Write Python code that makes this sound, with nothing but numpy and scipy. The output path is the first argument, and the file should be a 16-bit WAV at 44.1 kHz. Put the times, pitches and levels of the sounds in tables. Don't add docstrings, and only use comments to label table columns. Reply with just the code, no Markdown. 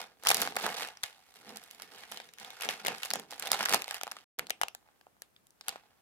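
import sys
import numpy as np
from scipy import signal
from scipy.fft import rfft, irfft
from scipy.io import wavfile
from scipy.ndimage import uniform_filter1d

SR = 44100
rng = np.random.default_rng(int(sys.argv[2]) if len(sys.argv) > 2 else 0)


def level_to_linear(level):
    exponent = np.asarray(level, float) / 20
    return 10 ** exponent


def bounce(signal):
    frames = np.transpose(np.atleast_2d(signal))
    limited = np.clip(frames, -1, 1)
    pcm = np.round(limited * 32767).astype(np.int16)
    wavfile.write(sys.argv[1], SR, pcm)


N = 265041

# (time [s], thump level [dB], crack level [dB], crack pitch [Hz], tick level [dB])
SNAPS = [(.2255,-50,-50,3000,-62),(.2362,-39.5,-43,1350,-37.5),(.2506,-34.5,-32,1940,-37.5),(.2587,-36.5,-30,1850,-37.5),
         (.2706,-27.5,-14.5,3150,-16),(.2861,-38.5,-18.5,4400,-17),(.2906,-28.5,-24.5,4780,-13.5),(.3031,-18,-16.5,2470,-18),
         (.3136,-18,-15,3780,-19),(.3176,-31.5,-21,3340,-22.5),(.345,-30,-21.5,5150,-16),(.369,-30.5,-28,4480,-24.5),
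         (.3955,-42,-38,4500,-40),(.403,-32,-34,1710,-30),(.4095,-38,-40,4800,-36),(.417,-44,-29.5,4570,-18),(.4216,-27,-26,4130,-25),(.4315,-29,-31,4780,-30),
         (.4743,-27.5,-25.5,1680,-40),(.5226,-37,-41,2280,-61),(.5554,-40,-36,1330,-39.5),(.565,-28.5,-29.5,3900,-25.5),
         (.5683,-21.5,-27.5,2420,-37),(.5985,-32,-40,4800,-36),(.6265,-44,-42,4800,-36),(.6641,-22.5,-31,3700,-27.5),(.6791,-27,-42,1330,-48.5),(.7008,-38,-39,1830,-41),(.7422,-48,-40,4500,-42),(.7666,-42,-36,4230,-42),
         (.785,-44,-38,4500,-37),(.808,-42,-40,4500,-38),(.822,-36,-40,2000,-38),(.8345,-38,-37,3000,-44),(.8738,-50,-41,2840,-38),
         (.8864,-38,-35,2930,-44.5),(.9714,-69,-41,5340,-58),(1.0341,-48,-26,3550,-27.5),(1.0374,-43,-23,2020,-30.5),
         (1.128,-64,-47,3400,-60),(1.3404,-60,-55,4440,-52),(1.492,-60,-44,4500,-44),(1.5594,-47,-42,5340,-41),(1.5707,-63,-41,3790,-34.5),
         (1.638,-62,-50,3740,-43.5),(1.7106,-58,-43,3200,-39.5),(1.748,-65,-54,5000,-48),(1.7982,-51,-40,1460,-52),(1.8206,-44,-39,4950,-35.5),
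         (1.9829,-58,-50,1830,-49),(2.036,-53,-40,2200,-55.5),(2.116,-41,-47,2540,-36.5),(2.1205,-41,-33,3060,-37.5),(2.1729,-49,-32.5,3260,-42.5),
         (2.201,-38,-34.5,1610,-52.5),(2.289,-55,-45,1820,-59.5),(2.3367,-75,-47.5,3000,-45.5),(2.3846,-66,-40,1780,-48),
         (2.3992,-57,-40.5,4700,-43),(2.447,-43,-36.5,3600,-42.5),(2.504,-48,-37.5,3700,-40.5),(2.6093,-57,-31.5,2670,-36),
         (2.622,-47,-34,2660,-30.5),(2.6484,-42,-32,3490,-33),(2.655,-31,-36,1300,-48),(2.689,-27,-19.5,2880,-36),
         (2.8001,-42,-39,1460,-61),(2.8495,-28,-28.5,2300,-35),(2.8627,-30.5,-23.5,2220,-35),(2.8682,-53,-25,3460,-23),
         (2.8826,-20,-24.5,2730,-28),(2.9475,-41.5,-34.5,2000,-62.5),(2.9826,-52,-40,4740,-42.5),(3.0323,-47.5,-24.5,2620,-32),
         (3.05,-40.5,-39,4610,-33),(3.0568,-40,-36,2110,-31.5),(3.1042,-41.5,-26.5,4950,-27),(3.1113,-31,-27,4800,-34.5),
         (3.1357,-27.5,-19.5,5070,-20),(3.1565,-27,-32.5,3260,-30),(3.197,-40.5,-39.5,3320,-35),(3.308,-55,-40,5470,-38),
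         (3.316,-51.5,-41,4910,-39.5),(3.3251,-35,-46.5,1420,-47),(3.397,-57,-45.5,4470,-27.5),(3.424,-38,-30,4400,-34),
         (3.457,-36,-34.5,3740,-37),(3.4712,-40,-29.5,2710,-33.5),(3.476,-37,-32,3670,-32.5),(3.5168,-24,-20,4800,-14),
         (3.5308,-33.5,-21,4900,-29),(3.546,-25.5,-28.5,3930,-34),(3.592,-33,-30,1450,-33),(3.6068,-23,-25,2890,-41),
         (3.629,-29,-26.5,5400,-31.5),(3.654,-38,-30.5,4610,-26.5),(3.6573,-34,-17,1670,-29),(3.6863,-29,-25.5,2890,-36.5),
         (3.6939,-39,-23,4260,-24.5),(3.7365,-22,-21,1980,-22.5),(3.7444,-16,-16.5,5000,-16.5),(3.82,-58,-28.5,2590,-32),
         (3.8427,-56,-31,4180,-41),(3.8798,-37,-33,2120,-37.5),(3.8886,-54,-35,3880,-50),(3.9097,-35,-26.5,1650,-31.5),
         (3.9438,-35.5,-29.5,2860,-31.5),(4.0122,-36,-29.5,1510,-42),(4.0336,-33.5,-29.5,2500,-28),(4.0688,-32.5,-38,1810,-47),
         (4.0775,-32,-36.5,2840,-45.5),(4.1142,-46,-32.5,5120,-38),(4.1182,-35.5,-32.5,2040,-34.5),(4.167,-43.5,-37,1337,-51),
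         (4.1864,-57,-45,2850,-62.5),(4.388,-38,-39,3750,-30),(4.3932,-24.5,-23.5,2540,-27),(4.4687,-47.5,-40.5,4340,-44),
         (4.4969,-43.5,-35,3900,-35),(4.505,-27,-20,1920,-26.5),(4.6142,-19,-28.5,1340,-25.5),(4.6205,-36,-34,3000,-36),
         (4.6334,-19,-23,3040,-30.5),(4.6832,-37.5,-32.5,2800,-35),(4.7489,-40.5,-39.5,1676,-37.5),
         (4.8637,-60,-67.5,1470,-79),(4.8878,-53.5,-74,1335,-79.5),(5.0114,-57,-52.5,1760,-61),(5.0676,-45,-67,1340,-67.5),
         (5.167,-60,-75,1406,-82),(5.22,-48.5,-44,1800,-35.5),(5.3635,-76,-49.5,3560,-68),(5.469,-79.5,-76.5,5000,-52.5),
         (5.506,-73.5,-75,4820,-53.5),(5.6103,-55,-39,4780,-46.5),(5.683,-34,-24,1570,-24.5),(5.6915,-44,-27,5470,-30.5),
         (5.7582,-35,-46,1320,-59.5)]
# (frequency [Hz], width [Hz], relative level [dB])
BAG_MODES = [(248, 120, -9), (540, 150, -8.5), (779, 225, 7), (1220, 550, -4)]
# (frequency [Hz], width [Hz], relative level [dB])
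FOIL_FLATS = [(1500, 500, 0), (2300, 800, 0), (3400, 1200, -1), (4800, 1800, -2)]
# (low edge [Hz], high edge [Hz], decay [ms], likeness of the ports [0-1])
THUMP = (343, 2580, 0.51, .95)
CRACK = (1050, 5070, 1.3, 0.6)
TICK = (4070, 13400, 0.93, 0.11)
# (low edge [Hz], high edge [Hz], decay [ms], likeness of the ports [0-1])
RUB = (170, 520, 7.8, 0.81)
# (centre [Hz], time to fall 60 dB [s], level [dB])
WALL_BANDS = [(274, 0.1, -8), (720, 0.22, -10), (2000, 0.17, -7), (5000, 0.2, -12), (10700, 0.11, -16)]
# (frequency [Hz], relative level per Hz [dB])
AIR_COLOUR = [(32, -35), (55, -1.5), (247, -3), (1310, -9.5), (2280, -14), (4340, -18.5), (12700, -18),
              (15400, -19)]
# (peak time [s], level [dB], rise over 20 dB [s], fall over 20 dB [s])
NOTE_SWELL = [(1.53, -58, .12, .06)]
# (frequency [Hz], width of one pass [Hz], level [dB])
NOTE_MODE = [(222, 30, 0)]
# (start [s], end [s])
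SILENCE = (4.243, 4.381)
# (time [s], level [dB])
WALL_SEND = [(0, 1.5), (.9, 1.5), (2.5, 5), (3.299, 0.5), (4.45, -3.5), (6.01, 0.6)]
# (peak time [s], level [dB], rise over 20 dB [s], fall over 20 dB [s], brightness [dB])
SQUEEZES = [(0.0, -42, .1, .07, -1), (.08, -64, .1, .13, -8), (.265, -38.5, .023, .15, -3),
            (0.308, -36, .06, .17, 7), (.427, -36.5, .1, 0.1, 0), (.59, -42, .04, .15, 3),
            (.657, -36.5, .08, .08, -6.5), (.77, -40, .12, .1, 1), (.825, -37.5, .15, .055, 1),
            (.88, -54, .05, .15, -4), (1.046, -49, .03, 0.14, 3), (1.36, -61, .3, .3, 8),
            (1.5, -54, .15, .2, -4), (1.6, -60, .2, .3, 8), (1.833, -58, .3, .13, 7),
            (1.973, -54, .2, .3, 2.5), (2.127, -52, .07, .2, 6), (2.412, -52, .045, .6, 1),
            (2.628, -39.5, .035, 0.09, 0), (2.704, -37.5, .045, 0.0826, 0.5), (2.78, -56, .1, .2, 0),
            (2.872, -43.5, .07, 0.16, -4.5), (3.052, -44, .1, .055, 7.5), (3.151, -46, .08, .11, -2),
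            (3.33, -50, .04, .3, 1.5), (3.43, -45, .03, .1, -3), (3.47, -40, .07, .055, -5),
            (3.53, -35.5, .035, 0.08, -0.5), (3.616, -37, .045, .11, -3), (3.7, -42, .05, .1, -2),
            (3.741, -24.5, 0.0424, .04, 3), (3.8, -51, .05, .3, -1), (3.96, -45.5, .2, .06, 2),
            (4.05, -60, .1, .5, -1), (4.15, -64, .1, 0.1, -3), (4.398, -64, .05, .4, -10),
            (5.63, -68, .03, .1, -10), (5.7, -51, .07, 0.1, -4), (5.76, -72, .05, .5, -12),
            (4.88, -78, .15, .4, -14)]
# (thump [dB], crack [dB], tick [dB])
SWARM_MIX = (-3.5, -0.1, -7.5)
# (peak time [s], level [dB], rise over 20 dB [s], fall over 20 dB [s])
RUB_STROKES = [(0.0, -65.5, .1, .2), (.3, -50, .08, 0.22), (.427, -45.5, .1, 0.16), (.57, -46.5, .032, .03),
               (0.656, -46.5, .07, .08), (.817, -54, .3, .09), (1.507, -54, .13, .11),
               (1.833, -66.5, .25, .6), (2.126, -64, .04, .27), (2.411, -63, .03, 0.2),
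               (2.673, -46, .04, 0.1066), (2.873, -42, .045, 0.09), (3.151, -45, .05, 0.12),
               (3.331, -62.5, .045, .17), (3.531, -53.5, .14, .13), (3.616, -53.5, .07, 0.1),
               (3.742, -38, .05, .07), (4.129, -71, .3, 0.25), (4.398, -57.5, .05, .23),
               (5.69, -63.5, .03, .12)]
# (time [s], lag of the right port [ms])
WRAPPER_PLACE = [(0, .18), (.6, .17), (.66, .03), (1.03, .23), (1.55, -.15), (2.13, -.16), (2.17, .29),
                 (2.87, .36), (3.03, .29), (3.1, -.05), (3.13, .2), (3.32, .03), (3.55, -.06), (3.6, .12),
                 (4.12, .14), (4.4, .02), (4.5, .3), (6.01, .2)]


def band(x, lo_hz, hi_hz):
    sos = signal.butter(2, [lo_hz, min(hi_hz, .45 * SR)], "band", fs=SR, output="sos")
    return signal.sosfilt(sos, x)


def ring(x, modes):
    total = 0
    for hz, width_hz, db in modes:
        b, a = signal.iirpeak(hz, hz / width_hz, fs=SR)
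        total = total + level_to_linear(db) * signal.lfilter(b, a, x)
    return total


def swell(peak_s, db, rise_s, fall_s):
    hop = 64
    late_s = np.arange(0, N + hop, hop) / SR - peak_s[:, None]
    span_s = np.where(late_s < 0, -rise_s[:, None], fall_s[:, None])
    power = level_to_linear(db[:, None] - 20 * late_s / span_s) ** 2
    gain = np.sqrt(np.sum(power, axis=0))
    return np.interp(np.arange(N) / hop, np.arange(len(gain)), gain)


def puffs(where, size, decay_ms):
    hits = np.bincount((where * N).astype(int), size, N)
    return signal.lfilter([1], [1, -np.exp(-1000 / decay_ms / SR)], hits)


def rustle(count=5500, scatter_db=2.5, colour_db=2.2, lag_ms=.1, pan_db=-3.5):
    where, rank, flat_pick = rng.random((count, 3)).T
    peak_s, db, rise_s, fall_s, bright_db = np.transpose(SQUEEZES)
    gains = [swell(*np.transpose(RUB_STROKES))]
    for part_db, lean in zip(SWARM_MIX, (-.5, 0, .5)):
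        gains.append(swell(peak_s, db + part_db + lean * bright_db, rise_s, fall_s))
    out = 0
    for part, gain in zip((RUB, THUMP, CRACK, TICK), gains):
        lo_hz, hi_hz, decay_ms, like = part
        size_db = -scatter_db * np.log(rank + 0.011) + colour_db * rng.standard_normal(count)
        size = level_to_linear(size_db)
        noise = rng.standard_normal((3, N))
        grains = noise * puffs(where, size, decay_ms)
        if part is CRACK:
            grains = .45 * grains
            flat_index = (flat_pick * len(FOIL_FLATS)).astype(int)
            for k, flat in enumerate(FOIL_FLATS):
                beside = noise * puffs(where, size * (flat_index == k), decay_ms)
                grains = grains + ring(beside, [flat])
        shared, left, right = grains
        late = np.roll(shared, int(lag_ms / 1000 * SR))
        ports = np.sqrt(like) * np.array([shared, late]) + np.sqrt(1 - like) * np.array([left, right])
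        if part is THUMP:
            ports = ring(ports, BAG_MODES)
        ports = band(ports, lo_hz, hi_hz)
        out = out + ports / ports.std() * gain
    return out * level_to_linear(np.array([[pan_db], [-pan_db]]) / 2)


def handling_thuds(x, thud_db=-6):
    loudness = uniform_filter1d(np.abs(x), SR // 100)
    shake = loudness * rng.standard_normal(x.shape)
    return level_to_linear(thud_db) * band(shake, 32, 130)


def room(x):
    t = np.arange(SR // 2) / SR
    tail = 0
    for hz, t60, db in WALL_BANDS:
        shared, *own = rng.standard_normal((3, len(t)))
        like = 1 / (1 + (hz / 600) ** 2)
        noise = np.sqrt(like) * shared + np.sqrt(1 - like) * np.array(own)
        part = band(noise, hz / 1.5, hz * 1.81) * level_to_linear(-60 * t / t60)
        tail = tail + level_to_linear(db) * part * np.sqrt(2 / t60 / SR * np.log(1000))
    tail = tail * np.clip((t - .002) / 0.00053, 0, 1)
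    return signal.fftconvolve(x.mean(axis=0, keepdims=True), tail, axes=1)[:, :N]


def room_air(level_db=-71):
    hz, db = np.transpose(AIR_COLOUR)
    bin_hz = np.arange(N // 2 + 1) * SR / N
    colour = level_to_linear(np.interp(np.log(bin_hz + 1), np.log(hz), db))
    noise = irfft(rfft(rng.standard_normal((2, N))) * colour, N)
    return noise / noise.std() * level_to_linear(level_db)


def bursts(part, db, pitch_hz=None, sharpness=1, length=1, size=512):
    lo_hz, hi_hz, decay_ms, like = part
    ms = np.arange(size) / SR * 1000
    chance = rng.standard_normal((len(db), 3, size))
    noise = np.sqrt(like) * chance[:, :1] + np.sqrt(1 - like) * chance[:, 1:]
    attack = np.minimum(ms / 0.25 / length, 1)
    burst = noise * attack * np.exp(-ms / decay_ms / length)
    if part is THUMP:
        burst = ring(burst, BAG_MODES)
    burst = band(burst, lo_hz, hi_hz)
    if pitch_hz is not None:
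        ratio = (np.arange(size // 2 + 1) + 1) * SR / size / pitch_hz[:, None, None]
        panel = 1 / (1 + 1j * sharpness * (ratio - 1 / ratio))
        burst = irfft(rfft(burst) * (0.38 + panel), size)
    energy = np.sum(burst ** 2, axis=2, keepdims=True) / SR * 1000
    return burst / np.sqrt(energy) * level_to_linear(db)[:, None, None]


def creases(s, thump_db, crack_db, crack_hz, tick_db, lag_ms, sharpness=7.9, length=1):
    snap = bursts(THUMP, thump_db, length=length)
    snap = snap + bursts(TICK, tick_db, length=length)
    snap = snap + bursts(CRACK, crack_db, crack_hz, sharpness, length)
    size = snap.shape[2]
    pan_db = 12 * (lag_ms - .22)
    out = np.zeros((2, N + 2 * size))
    for port, side in enumerate((1, -1)):
        start = np.clip((s - side * lag_ms / 2000) * SR, 0, N).astype(int)
        panned = snap[:, port] * level_to_linear(side * pan_db / 2)[:, None]
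        np.add.at(out[port], start[:, None] + np.arange(size), panned)
    return out[:, :N]


def note():
    tone = ring(ring(rng.standard_normal(N), NOTE_MODE), NOTE_MODE)
    return tone / tone.std() * swell(*np.transpose(NOTE_SWELL))


def scene():
    rows = np.transpose(SNAPS)
    lag_ms = np.interp(rows[0], *np.transpose(WRAPPER_PLACE)) + .03 * rng.standard_normal(len(SNAPS))
    snaps = creases(*rows, lag_ms)
    swarm = rustle()
    foil = snaps + swarm
    allround = creases(*rows, lag_ms, sharpness=0.99, length=.12)
    send = level_to_linear(np.interp(np.arange(N) / SR, *np.transpose(WALL_SEND)))
    tail = room(send * (allround + level_to_linear(2.0) * swarm))
    return foil + handling_thuds(foil) + tail + room_air() + note()


def low_pass(x):
    return signal.sosfilt(signal.butter(12, 15700, fs=SR, output="sos"), x)


def record(dry):
    t = np.arange(N) / SR
    start_s, end_s = SILENCE
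    outside_s = np.maximum(start_s - t, t - end_s)
    mix = dry * np.clip(outside_s / 0.0017, 0, 1)
    return low_pass(mix)


dry = scene()
out = record(dry)
bounce(out)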